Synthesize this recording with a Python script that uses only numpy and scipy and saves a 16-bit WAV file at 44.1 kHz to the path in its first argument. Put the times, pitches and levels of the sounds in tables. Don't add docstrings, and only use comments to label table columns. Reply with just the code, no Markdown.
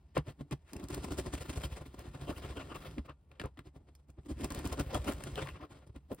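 import sys
import numpy as np
from scipy import signal
from scipy.fft import rfft, irfft
from scipy.io import wavfile
from scipy.ndimage import uniform_filter1d

SR = 44100
rng = np.random.default_rng(int(sys.argv[2]) if len(sys.argv) > 2 else 0)


def gain_from_db(level_db):
    decades = np.asarray(level_db, float) / 20
    return 10 ** decades


def store_wav(level_fs):
    pcm = np.round(np.clip(np.atleast_2d(level_fs), -1, 1) * 32767)
    wavfile.write(sys.argv[1], SR, pcm.T.astype(np.int16))


N = 273420
STEP = 32

# (centre [s], length [ms], board level [dB], hardness [dB], board pitch [Hz])
CRUST_CUT = [(0.699, 51, -77.5, 15.5, 344), (0.737, 17, -43.5, -13, 290), (0.763, 36, -44.5, -15.5, 298),
             (.802, 35, -46.5, -11.5, 296), (0.838, 35, -43, -13.5, 294), (0.907, 21, -41, -9, 350),
             (0.94, 35, -43, -6.5, 328), (0.977, 18, -36.5, -15.5, 327), (1.047, 28, -39, -8.5, 357),
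             (1.086, 18, -42, -14, 340), (1.118, 44, -37, -12, 330), (1.193, 31, -36, -9.5, 380),
             (1.268, 29, -38, -11.5, 355), (1.343, 27.5, -40, -6.5, 310), (1.382, 30, -50, -3.5, 447),
             (1.419, 22.5, -44, -4, 500), (1.459, 20, -50, -3, 323), (1.501, 30, -40.5, -8, 310),
             (1.538, 26, -49.5, -3, 380), (1.573, 33, -43.5, -6, 400), (1.612, 20, -50.5, -2.5, 387),
             (1.647, 41, -44, -4.5, 378), (1.727, 40, -53.5, -1.5, 450), (1.774, 30, -48, -4, 505),
             (1.818, 33, -50.5, -6.5, 398), (1.864, 14, -50, -6, 342), (2, 44, -52.5, -3.5, 412)]
SECOND_CUT = [(4.265, 22, -50, -16, 330), (4.309, 33, -36.5, -17.5, 261), (4.413, 58, -41.5, -13, 263),
              (4.446, 23, -31.5, -13, 300), (4.514, 25, -43.5, -4.5, 298), (4.549, 74, -47.5, -10, 440),
              (4.588, 77, -44.5, -7, 374), (4.66, 31.6, -35, -10, 306), (4.699, 28, -48, -5, 336),
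              (4.731, 26, -39.5, -5, 475), (4.8, 33.7, -32.5, -8.5, 350), (4.912, 26, -46.5, -3.5, 497),
              (4.956, 42, -31.5, -10, 460), (5.048, 12, -46, -3.5, 400), (5.088, 37, -31, -9, 400),
              (5.12, 20, -40.5, -5, 400), (5.21, 14, -44, -8, 355), (5.238, 15, -65, 4, 425),
              (5.276, 22, -41.5, -6.5, 327), (5.394, 60, -42, -7, 480), (5.426, 26, -43.5, -0.5, 400),
              (5.469, 25, -68, 14, 503), (5.49, 17, -68.5, 18, 400), (6.19, 26, -58, -5, 358)]
# (centre [s], length [ms], board level [dB], hardness [dB], free blade [dB])
CRUMB_CUT = [(1.945, 8.1, -47, -11.5, -17), (2.064, 66, -51, -8, -20), (2.154, 30, -48, -5, -17.5),
             (2.227, 67, -51, -4, -13), (2.301, 37, -34.5, -10.5, -19.5), (2.382, 45, -51, -3, -6),
             (2.448, 52, -46.5, -4, -13.5), (2.506, 55, -49, -4, -13.5), (2.574, 21, -38.5, -16, -22),
             (2.609, 34, -45.5, -2.5, -24), (2.665, 75, -56, -7, -26), (2.716, 35, -46, -6, -40),
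             (2.759, 19, -43.5, -3, -14), (2.826, 27, -63, 8, 2), (2.864, 34, -50.5, 0, -10)]
HANDLING = [(0.16, 15.5, -49.5, -1, -10), (0.178, 24.5, -39, -1.5, -25), (0.29, 41.6, -48.5, -5.5, -13.5),
            (0.409, 26.4, -42, -16, -26), (0.523, 22.4, -38.5, -5, -17.5), (2.988, 26, -38, -19, -32),
            (3.059, 25, -58, -4, -13), (3.099, 33, -51.5, -3.5, -46), (3.321, 27, -61.5, -9, -20),
            (3.355, 61, -70.5, -2, -21), (3.409, 37, -45, -11, -22), (3.454, 38, -46.5, -7.5, -38),
            (3.593, 31, -50.5, -12, -36), (3.671, 33, -54.5, -10.5, -18), (3.764, 27, -54.5, -11, -21),
            (3.811, 24, -63, -20, -31), (3.887, 25, -61.5, -8, -21), (3.998, 20, -72, -5, -12),
            (4.098, 21, -57, -13, -17.5), (4.189, 21, -50.5, -15.5, -58), (5.56, 37, -56, -0.5, -33),
            (5.629, 51, -47.5, -6.5, -26), (5.719, 30, -54.5, -4, -12), (5.76, 87, -59.5, -5, -15),
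            (5.831, 37, -64, -3.5, -19), (5.874, 17, -58, -12, -13), (5.898, 14, -56.5, -13, -27),
            (5.965, 26, -48, -13, -23), (6.122, 28, -38.5, -15, -24)]
# (at hardness 0 [dB], per hardness [dB/dB], per board level [dB/dB])
BLADE_SHARE = [
    (-3, 2, 0.8348),
    (-10.5, 0.53, -0.054),
]
# (pitch [Hz], per force [dB/dB], per hardness [dB/dB])
LOOSE_PITCH = [
    (400, 0.03, 0.06),
    (380, -0.12, 0.15),
]


def all_strokes():
    rows = []
    for cut, (base_db, by_hard, by_force) in zip((CRUST_CUT, SECOND_CUT), BLADE_SHARE):
        for s, ms, db, hard_db, hz in cut:
            blade_db = base_db + by_hard * hard_db + by_force * (db + 51)
            rows.append((s, ms, db, hard_db, blade_db, hz))
    for cut, (base_hz, by_force, by_hard) in zip((CRUMB_CUT, HANDLING), LOOSE_PITCH):
        for s, ms, db, hard_db, blade_db in cut:
            hz = base_hz * gain_from_db(by_force * (db + 47.5) + by_hard * hard_db)
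            rows.append((s, ms, db, hard_db, blade_db, hz))
    return sorted(rows)


STROKES = all_strokes()
# (time [s], level [dB])
PRESSURE = [(0.0, -79.5), (0.74, -77.5), (0.96, -53.5), (1.98, -65.5), (2.61, -58), (2.93, -57.5),
            (3.069, -82), (4.14, -83.5), (4.49, -55.5), (5.22, -54), (5.5, -56), (5.68, -81.5), (6.2, -79)]
# (time [s], peak [dB], snap
# minus peak [dB], blow minus peak [dB])
KNOCKS = [(0.166, -47, 8, 11), (0.5101, -36, -5, -18), (1.107, -49, -13, 2), (1.3371, -31.5, -20, -0.5),
          (1.6174, -35.5, 2, -14), (1.637, -35, 7, -3), (2.571, -49.5, 23, -16), (2.7442, -51, 16, -16),
          (3.3975, -43, 25, -7), (3.4149, -45, 21.5, -8), (3.4384, -47, 1, 3), (3.457, -40, -3, 3),
          (4.4434, -23, -31, -24), (4.5038, -29, -32, -38), (5.355, -34, -15, -18), (5.379, -44.5, 15.5, 9),
          (5.472, -47, 19, -6), (5.489, -46.5, 20, -13)]
DRAG_DB = (0, -5.5, -10.5)


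def effort(body, rise=0.32, fall=0.31, flat=1.506, before_db=-14):
    t = np.arange(N) / SR
    drag_s, drag_db = np.transpose(PRESSURE)
    snap_s = np.transpose(KNOCKS)[0]
    power = gain_from_db(np.interp(t, drag_s, drag_db + DRAG_DB[body])) ** 2
    for row in STROKES:
        s, length_s = row[0], row[1] / 1000
        near = slice(max(int((s - 3 * length_s) * SR), 0), int((s + 3 * length_s) * SR))
        late = (t[near] - s) / length_s
        swell = np.exp(-np.abs(late / np.where(late < 0, rise, fall)) ** flat)
        early = snap_s[(snap_s > s - .8 * length_s) & (snap_s < s - .25 * length_s)]
        if len(early):
            if early[0] > s - .5 * length_s:
                swell[(late < 0) & (t[near] >= early[0])] = 1
            swell[t[near] < early[0]] *= gain_from_db(before_db) ** 2
        level_db = row[2] + (row[2 + body] if body else 0)
        power[near] += swell * gain_from_db(level_db) ** 2
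    return np.sqrt(power)


def crumbs(spread_db=2.0, tooth_depth=0.63, tooth_hz=290):
    phase = np.cumsum(tooth_hz * 2 ** (0.49 * held(60)[:N])) / SR % 1
    grain_db = spread_db * np.minimum(rng.exponential(size=N // STEP + 1), 4.5)
    grain_db = grain_db + 4.55 * held(120, STEP)
    catch = 1 + tooth_depth * np.exp(-phase / 0.06)
    return np.repeat(gain_from_db(grain_db), STEP)[:N] * catch


# (centre [Hz], width [Hz], level [dB])
BOARD = [(240, 15, 4), (297.5, 52.6, 10), (350, 42, -3), (413, 114, -3), (480, 60, 0), (520, 33, -6),
         (593, 60, -26), (677, 30, -0.5)]
CRUST = [(830, 880, -24), (1045, 65, -3.5), (1173, 350, 7), (1400, 154, 6.5), (1780, 220, 0.5),
         (2000, 740, 9), (2280, 560, -4), (2565, 350, 1), (3150, 1160, 11.5)]
BLADE = [(4680, 330, -25), (5320, 1000, -5), (7700, 3300, 9.5), (8800, 7000, -10), (10800, 4100, -3),
         (12500, 3200, -3.5), (15100, 1000, -17)]


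def sawing(forces, sizes, crust_top_hz=5500):
    t = np.arange(N // STEP + 1) * STEP / SR
    strokes = np.transpose(STROKES)
    noise = rng.standard_normal(N)
    tearing = sizes * noise
    board_hz = np.interp(t, strokes[0], strokes[5])
    board = ring(sizes ** 0.52 * noise, BOARD, board_hz, focus_db=29.0)
    crust_hz = np.interp(t, strokes[0], 1300 * 2 ** np.clip((strokes[3] + 6) / 12, -1, .6))
    crust = ring(tearing, CRUST, crust_hz, focus_db=5, wander_db=7)
    crust = signal.sosfilt(signal.butter(2, crust_top_hz, fs=SR, output="sos"), crust)
    blade_hz = np.where((t > 1.9) & (t < 2.95), 15500, 8000)
    blade = ring(tearing, BLADE, blade_hz, focus_db=3.5, wander_db=23.0)
    out = forces[0] * steady(board, 0.032)
    out -= forces[1] * steady(crust, 0.018)
    out += forces[2] * steady(blade, 0.099)
    return out + tears(tearing)


# (centre [s], length [ms], level [dB], pitch [Hz])
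TEARS = [(.765, 6, -57, 2590), (1.641, 12, -49, 3230), (2.295, 34, -59, 2980), (2.33, 13, -55, 1300),
         (2.368, 11, -59, 2930), (2.441, 22, -61, 3030), (2.445, 16, -59, 1330), (2.515, 21, -59.5, 1200),
         (2.575, 22.5, -54.5, 2980), (2.575, 24, -55.5, 1380), (2.609, 43, -58, 1390),
         (2.61, 35, -60, 2800), (2.717, 29, -52, 1330), (2.715, 23, -59, 2900), (2.755, 23, -59.5, 2770),
         (2.76, 19, -50, 1260), (2.85, 26, -55.5, 1300), (3.096, 20, -53, 1290), (3.105, 13, -58, 1600),
         (3.403, 9.7, -57, 4560), (3.4, 10, -54, 2400), (3.442, 15, -52, 1320), (3.461, 9.8, -50, 990),
         (3.405, 21, -50, 400), (5.358, 2.5, -42, 3320), (0.178, 6.1, -51, 2640), (3.1, 16, -64, 2730),
         (4.8, 16, -57, 2840), (4.95, 13, -43, 1360), (4.949, 13, -47, 3100), (5.085, 27, -47, 1430),
         (5.08, 22, -54, 2900), (4.955, 25, -41, 520), (5.085, 25, -41, 520), (5.388, 26, -49.5, 2900),
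         (5.389, 30, -46.5, 1400), (5.425, 18, -59, 2200), (5.431, 15, -58, 3400), (5.459, 17, -52, 1000),
         (5.474, 5, -53, 2200), (5.476, 5.6, -50, 1200), (5.492, 7.5, -66, 2060), (5.495, 11, -58, 1200),
         (5.49, 54, -64, 2720), (5.556, 15, -58, 1280), (5.565, 20, -70, 2700), (5.604, 12, -57.5, 1120),
         (5.639, 16, -52, 1250), (5.633, 18, -50, 320), (5.386, 23, -42, 428)]
NUDGES = [(.178, 20, -42, 275), (6.12, 29.6, -41.5, 502), (6.125, 15, -69, 780), (3.957, 11, -74, 5300),
          (6.13, 3.6, -52, 12700), (6.147, 4, -53.5, 12200), (6.147, 4, -58, 14800), (.525, 15, -51.5, 680),
          (5.875, 7.7, -76, 8400), (.283, 30, -53.5, 530), (.455, 35, -65, 270)]


def tears(tearing, width=.22):
    out = np.zeros(N)
    for s, ms, db, hz in TEARS + NUDGES:
        span = int(2 * ms / 1000 * SR)
        start = int(s * SR) - span // 2
        near = slice(start, start + span)
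        edges_hz = [hz / (1 + width / 2), hz * (1 + width / 2)]
        band = signal.butter(2, edges_hz, "band", fs=SR, output="sos")
        rung = signal.sosfilt(band, tearing[near] * np.hanning(span))
        out[near] += gain_from_db(db) * rung / np.sqrt(2 * np.mean(rung ** 2))
    return out


# (time [s], peak [dB], crust snap minus peak [dB])
TICKS = [(0.1496, -56, 11), (.177, -27, -12), (0.5266, -34, -23), (0.7326, -29, -13), (0.765, -34, -18),
         (.797, -41, -14), (.8395, -36, -15), (.885, -33, -32), (0.945, -24, -33), (.903, -42, -11),
         (0.9286, -44, -16), (1.0344, -47, -6), (1.1802, -46, -10), (1.198, -31, -3), (1.265, -42, -9),
         (1.4209, -56, -3), (1.495, -34, 4), (1.5993, -40, -6), (1.935, -52, -9), (1.9466, -49, -11),
         (1.992, -36, -9), (2.0882, -50, -17), (2.3845, -44, -10), (2.7582, -36, 2), (2.9825, -56, 28.5),
         (3.06, -56, 2), (3.0954, -57, 23), (3.3154, -61, 22), (3.573, -56, 17), (3.578, -54, 12),
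         (4.0846, -60, -8), (4.1016, -49.5, -13), (3.591, -45.5, 16), (3.951, -44.5, -17),
         (4.2594, -51.5, 7), (4.2957, -47, -10), (4.3899, -46, -14), (4.407, -40, -10), (4.46, -48, -10),
         (4.521, -27.5, -13), (4.5905, -32, -7), (4.6543, -28, -3), (4.673, -28, -15), (4.931, -40, -10),
         (5.044, -33, -5), (5.0759, -39, -10), (5.134, -33, -8), (5.273, -47, -9), (4.547, -27, -21),
         (4.726, -24, -11), (4.796, -22, -7), (4.9455, -24.5, 3), (5.122, -30, 3), (5.2371, -25.5, -7),
         (5.961, -48.5, 11.5), (6.104, -56, -5), (6.124, -46, -15), (6.146, -46, -15)]
TICK_BLOW_DB = -28
CRACKS = sorted([(s, db, snap_db, TICK_BLOW_DB) for s, db, snap_db in TICKS] + KNOCKS)


def cracks(tick_s=0.0013, tick_rise_s=0.0017, snap_s=0.0023):
    tick, snap, blow = np.zeros((3, N))
    age = np.arange(500) / SR
    for s, db, snap_db, blow_db in CRACKS:
        at = int(s * SR)
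        near = slice(at, at + len(age))
        burst = rng.standard_normal(len(age))
        tick[near] += gain_from_db(db) * burst * np.exp(-age / tick_s) * (1 - np.exp(-age / tick_rise_s))
        snap[near] += gain_from_db(db + snap_db) * burst * np.exp(-age / snap_s)
        blow[at] = gain_from_db(db + blow_db)
    out = gain_from_db(-3.5) * ring(tick, BLADE, 12600, 3.0)
    out += gain_from_db(-18.5) * ring(snap, CRUST, 2280, 23.0)
    out += gain_from_db(16.0) * ring(blow, BOARD, 470, 23.0)
    return out - gain_from_db(2.0) * ring(blow, CRUST, 1000, 21.2)


# (time [s], peak [dB], pitch [Hz], T60 [s])
THUDS = [(.169, -15, 505, 0.027), (.17, -23.5, 1030, 0.022), (.176, -34.5, 830, 0.048),
         (.181, -23, 153, 0.077), (0.408, -35, 141, 0.1), (.516, -29, 285, 0.033), (.523, -23, 140, 0.057),
         (2.98, -32, 280, .05), (4.3, -35, 235, 0.088), (.533, -31, 329, 0.033), (3.397, -33.5, 287, 0.039),
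         (3.408, -43, 150, 0.093), (3.4385, -32, 400, 0.032), (3.446, -34.5, 140, 0.095),
         (3.457, -38, 327, 0.029), (6.133, -46, 141, 0.086), (5.896, -39, 109, 0.057)]


def thuds(contact_cycles=0.26):
    out, age = np.zeros(N + SR // 4), np.arange(SR // 4) / SR
    for s, db, hz, t60_s in THUDS:
        at = int(s * SR)
        rise = 1 - np.exp(-age * hz / contact_cycles)
        out[at:at + len(age)] -= gain_from_db(db - 60 * age / t60_s) * rise * np.sin(2 * np.pi * hz * age)
    return out[:N]


# (time [s], level [dB], counter pitch [Hz])
FIRST_ROCKS = [(.205, -39, 90), (.29, -39.5, 100), (.535, -41, 90), (.767, -42, 98), (.851, -41, 91),
               (0.935, -38, 138), (.991, -39, 83), (1.122, -38.5, 89), (1.195, -38.5, 100),
               (1.286, -41, 83), (1.348, -34.5, 85), (1.417, -40, 92), (1.501, -36.5, 78),
               (1.582, -32, 104), (1.658, -33.5, 94), (1.732, -37.5, 90), (1.819, -43.5, 111),
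               (1.891, -47, 88), (1.996, -43.5, 90), (2.089, -41, 107), (2.161, -41, 138),
               (2.232, -39, 121), (2.301, -40, 120), (2.378, -43.5, 98), (2.456, -40.5, 120),
               (2.511, -39.5, 75), (2.586, -42.5, 107), (2.891, -46, 91), (2.998, -39.5, 80),
               (3.454, -36.5, 128)]
SECOND_ROCKS = [(4.322, -35.5, 83), (4.375, -42, 86.5), (4.443, -34.5, 92), (4.522, -40, 95),
                (4.584, -36, 81.4), (4.669, -38.5, 101), (4.725, -35.5, 73.6), (4.81, -29, 121),
                (4.875, -38, 89), (4.957, -31, 113), (5.005, -32.5, 83.5), (5.151, -37, 76.5),
                (5.272, -45, 115), (5.337, -39, 94), (5.432, -36.5, 125), (5.528, -51, 74)]
# 7.8 ms, -44 dB, 115 Hz
LANDINGS = [(row[0] + 0.0078, min(-39.5 + 0.95 * (row[2] + 44.5), -44), 115) for row in HANDLING]
THUMPS = sorted(FIRST_ROCKS + SECOND_ROCKS + LANDINGS)
# (centre [Hz], width [Hz], level [dB])
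COUNTER = [(69, 18, 3.5), (101, 34, -5), (142.3, 18.5, 2.5)]


def counter(lead_s=0.0134, push_s=0.0055, drag_gain_db=5.5, give=0.19):
    t = np.arange(N) / SR
    s, db, hz = np.transpose(THUMPS)
    force = np.zeros(N)
    force[((s - lead_s) * SR).astype(int)] = gain_from_db(db) * rng.choice([-1, 1], len(s))
    push = np.hanning(int(push_s * SR))
    press_and_spring = np.r_[push, -.5 * push] / push.sum()
    pushes = gain_from_db(26.5) * np.convolve(force, press_and_spring)[:N]
    drag_s, drag_db = np.transpose(PRESSURE)
    shake_db = drag_db + drag_gain_db - give * (drag_db + 55.0)
    shake = gain_from_db(np.interp(t, drag_s, shake_db)) * rng.standard_normal(N)
    centre_hz = np.interp(np.arange(N // STEP + 1) * STEP / SR, s - lead_s, hz)
    return ring(pushes + shake, COUNTER, centre_hz, focus_db=18.0)


def ring(x, modes, centre_hz, focus_db, wander_db=0.):
    out, total = 0, 0
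    for hz, width_hz, db in modes:
        r, turn = np.exp(-np.pi * width_hz / SR), 2 * np.pi * hz / SR
        off_octaves = np.abs(np.log2(hz / centre_hz))
        share = gain_from_db(db - focus_db * off_octaves + wander_db * held(22, STEP))
        share = np.repeat(share, STEP)[:N]
        gain = np.sqrt(2 - 2 * r * r) * np.sin(turn)
        out = out + signal.lfilter([0, gain], [1, -2 * r * np.cos(turn), r * r], share * x)
        total = total + share ** 2
    return out / np.sqrt(total)


def steady(x, span_s):
    k = int(span_s * SR)
    power = uniform_filter1d(uniform_filter1d(x ** 2, k), k)
    return x / np.sqrt(power + 1e-3)


def held(rate_hz, step=1):
    k, size = int(SR / rate_hz / step), N // step + 1
    levels = np.repeat(rng.standard_normal(size // k + 1), k)
    return 0.47 * uniform_filter1d(levels, k)[:size]


def kitchen(x, t60_s=0.092, level_db=-10.5):
    t = np.arange(int(.3 * SR)) / SR
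    tail = rng.standard_normal(len(t)) * gain_from_db(-60 * t / t60_s) * (t > .002)
    tail *= gain_from_db(level_db) / np.sqrt(np.sum(tail ** 2))
    return x + signal.fftconvolve(x, tail)[:N]


# (frequency [Hz], density [dB/Hz])
HUM = [(18, -50), (30, -20), (70, 10.5), (103, -13), (394, -22.5), (500, -27), (844, -25), (1400, -40),
       (16000, -61)]


def hum(level_db=-62, whine_hz=12866, whine_db=-108):
    hz = np.fft.rfftfreq(N, 1 / SR)
    at_hz, density_db = np.transpose(HUM)
    colour_db = np.interp(np.log(hz + 1), np.log(at_hz + 1), density_db)
    x = irfft(gain_from_db(colour_db) * rfft(rng.standard_normal(N)), N)
    whine = gain_from_db(whine_db) * np.sin(2 * np.pi * whine_hz * np.arange(N) / SR + 3 * held(30)[:N])
    return x * gain_from_db(level_db + 6.3 * held(8.8)[:N]) / np.sqrt(np.mean(x ** 2)) + whine


# (frequency [Hz], left lead [rad], likeness [0-1], left minus right [dB])
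PORTS = [(0, 0, 1, 0), (250, .25, .98, -.5), (600, .7, .8, 2), (1100, .5, .7, 3.5), (1600, -.7, .5, 3),
         (2200, 0, .9, 1.5), (3600, 1.3, .6, 1.5), (4900, .1, .7, 1), (5700, -2.2, .65, 1),
         (6500, -3, .65, .5), (8600, -6.1, .95, 0), (10000, -6.7, .8, 0), (12600, -9.4, .95, 0),
         (15800, -12.4, .78, 0)]


def ports(shared, apart):
    hz = np.fft.rfftfreq(N, 1 / SR)
    at_hz, *columns = np.transpose(PORTS)
    lead_rad, alike, balance_db = (np.interp(hz, at_hz, column) for column in columns)
    half = gain_from_db(balance_db / 2) * np.exp(.5j * lead_rad)
    mid = rfft(shared) * np.sqrt((1 + alike) / 2)
    side = 1j * rfft(apart) * np.sqrt((1 - alike) / 2)
    return irfft(np.array([(mid + side) * half, (mid - side) / half]), N)


def scene():
    forces, sizes = [effort(body) for body in range(3)], crumbs()
    shared, apart = (kitchen(sawing(forces, sizes) + cracks() + thuds()) + hum() for path in range(2))
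    return ports(shared + counter(), apart)


def low_pass(x):
    return signal.sosfilt(signal.butter(12, 16970, fs=SR, output="sos"), x)


def record(dry):
    x = signal.sosfilt(signal.butter(3, 42, "high", fs=SR, output="sos"), dry)
    x = signal.sosfilt(signal.ellip(8, .2, 60, 15800, fs=SR, output="sos"), x)
    return low_pass(x)


dry = scene()
out = record(dry)
store_wav(out)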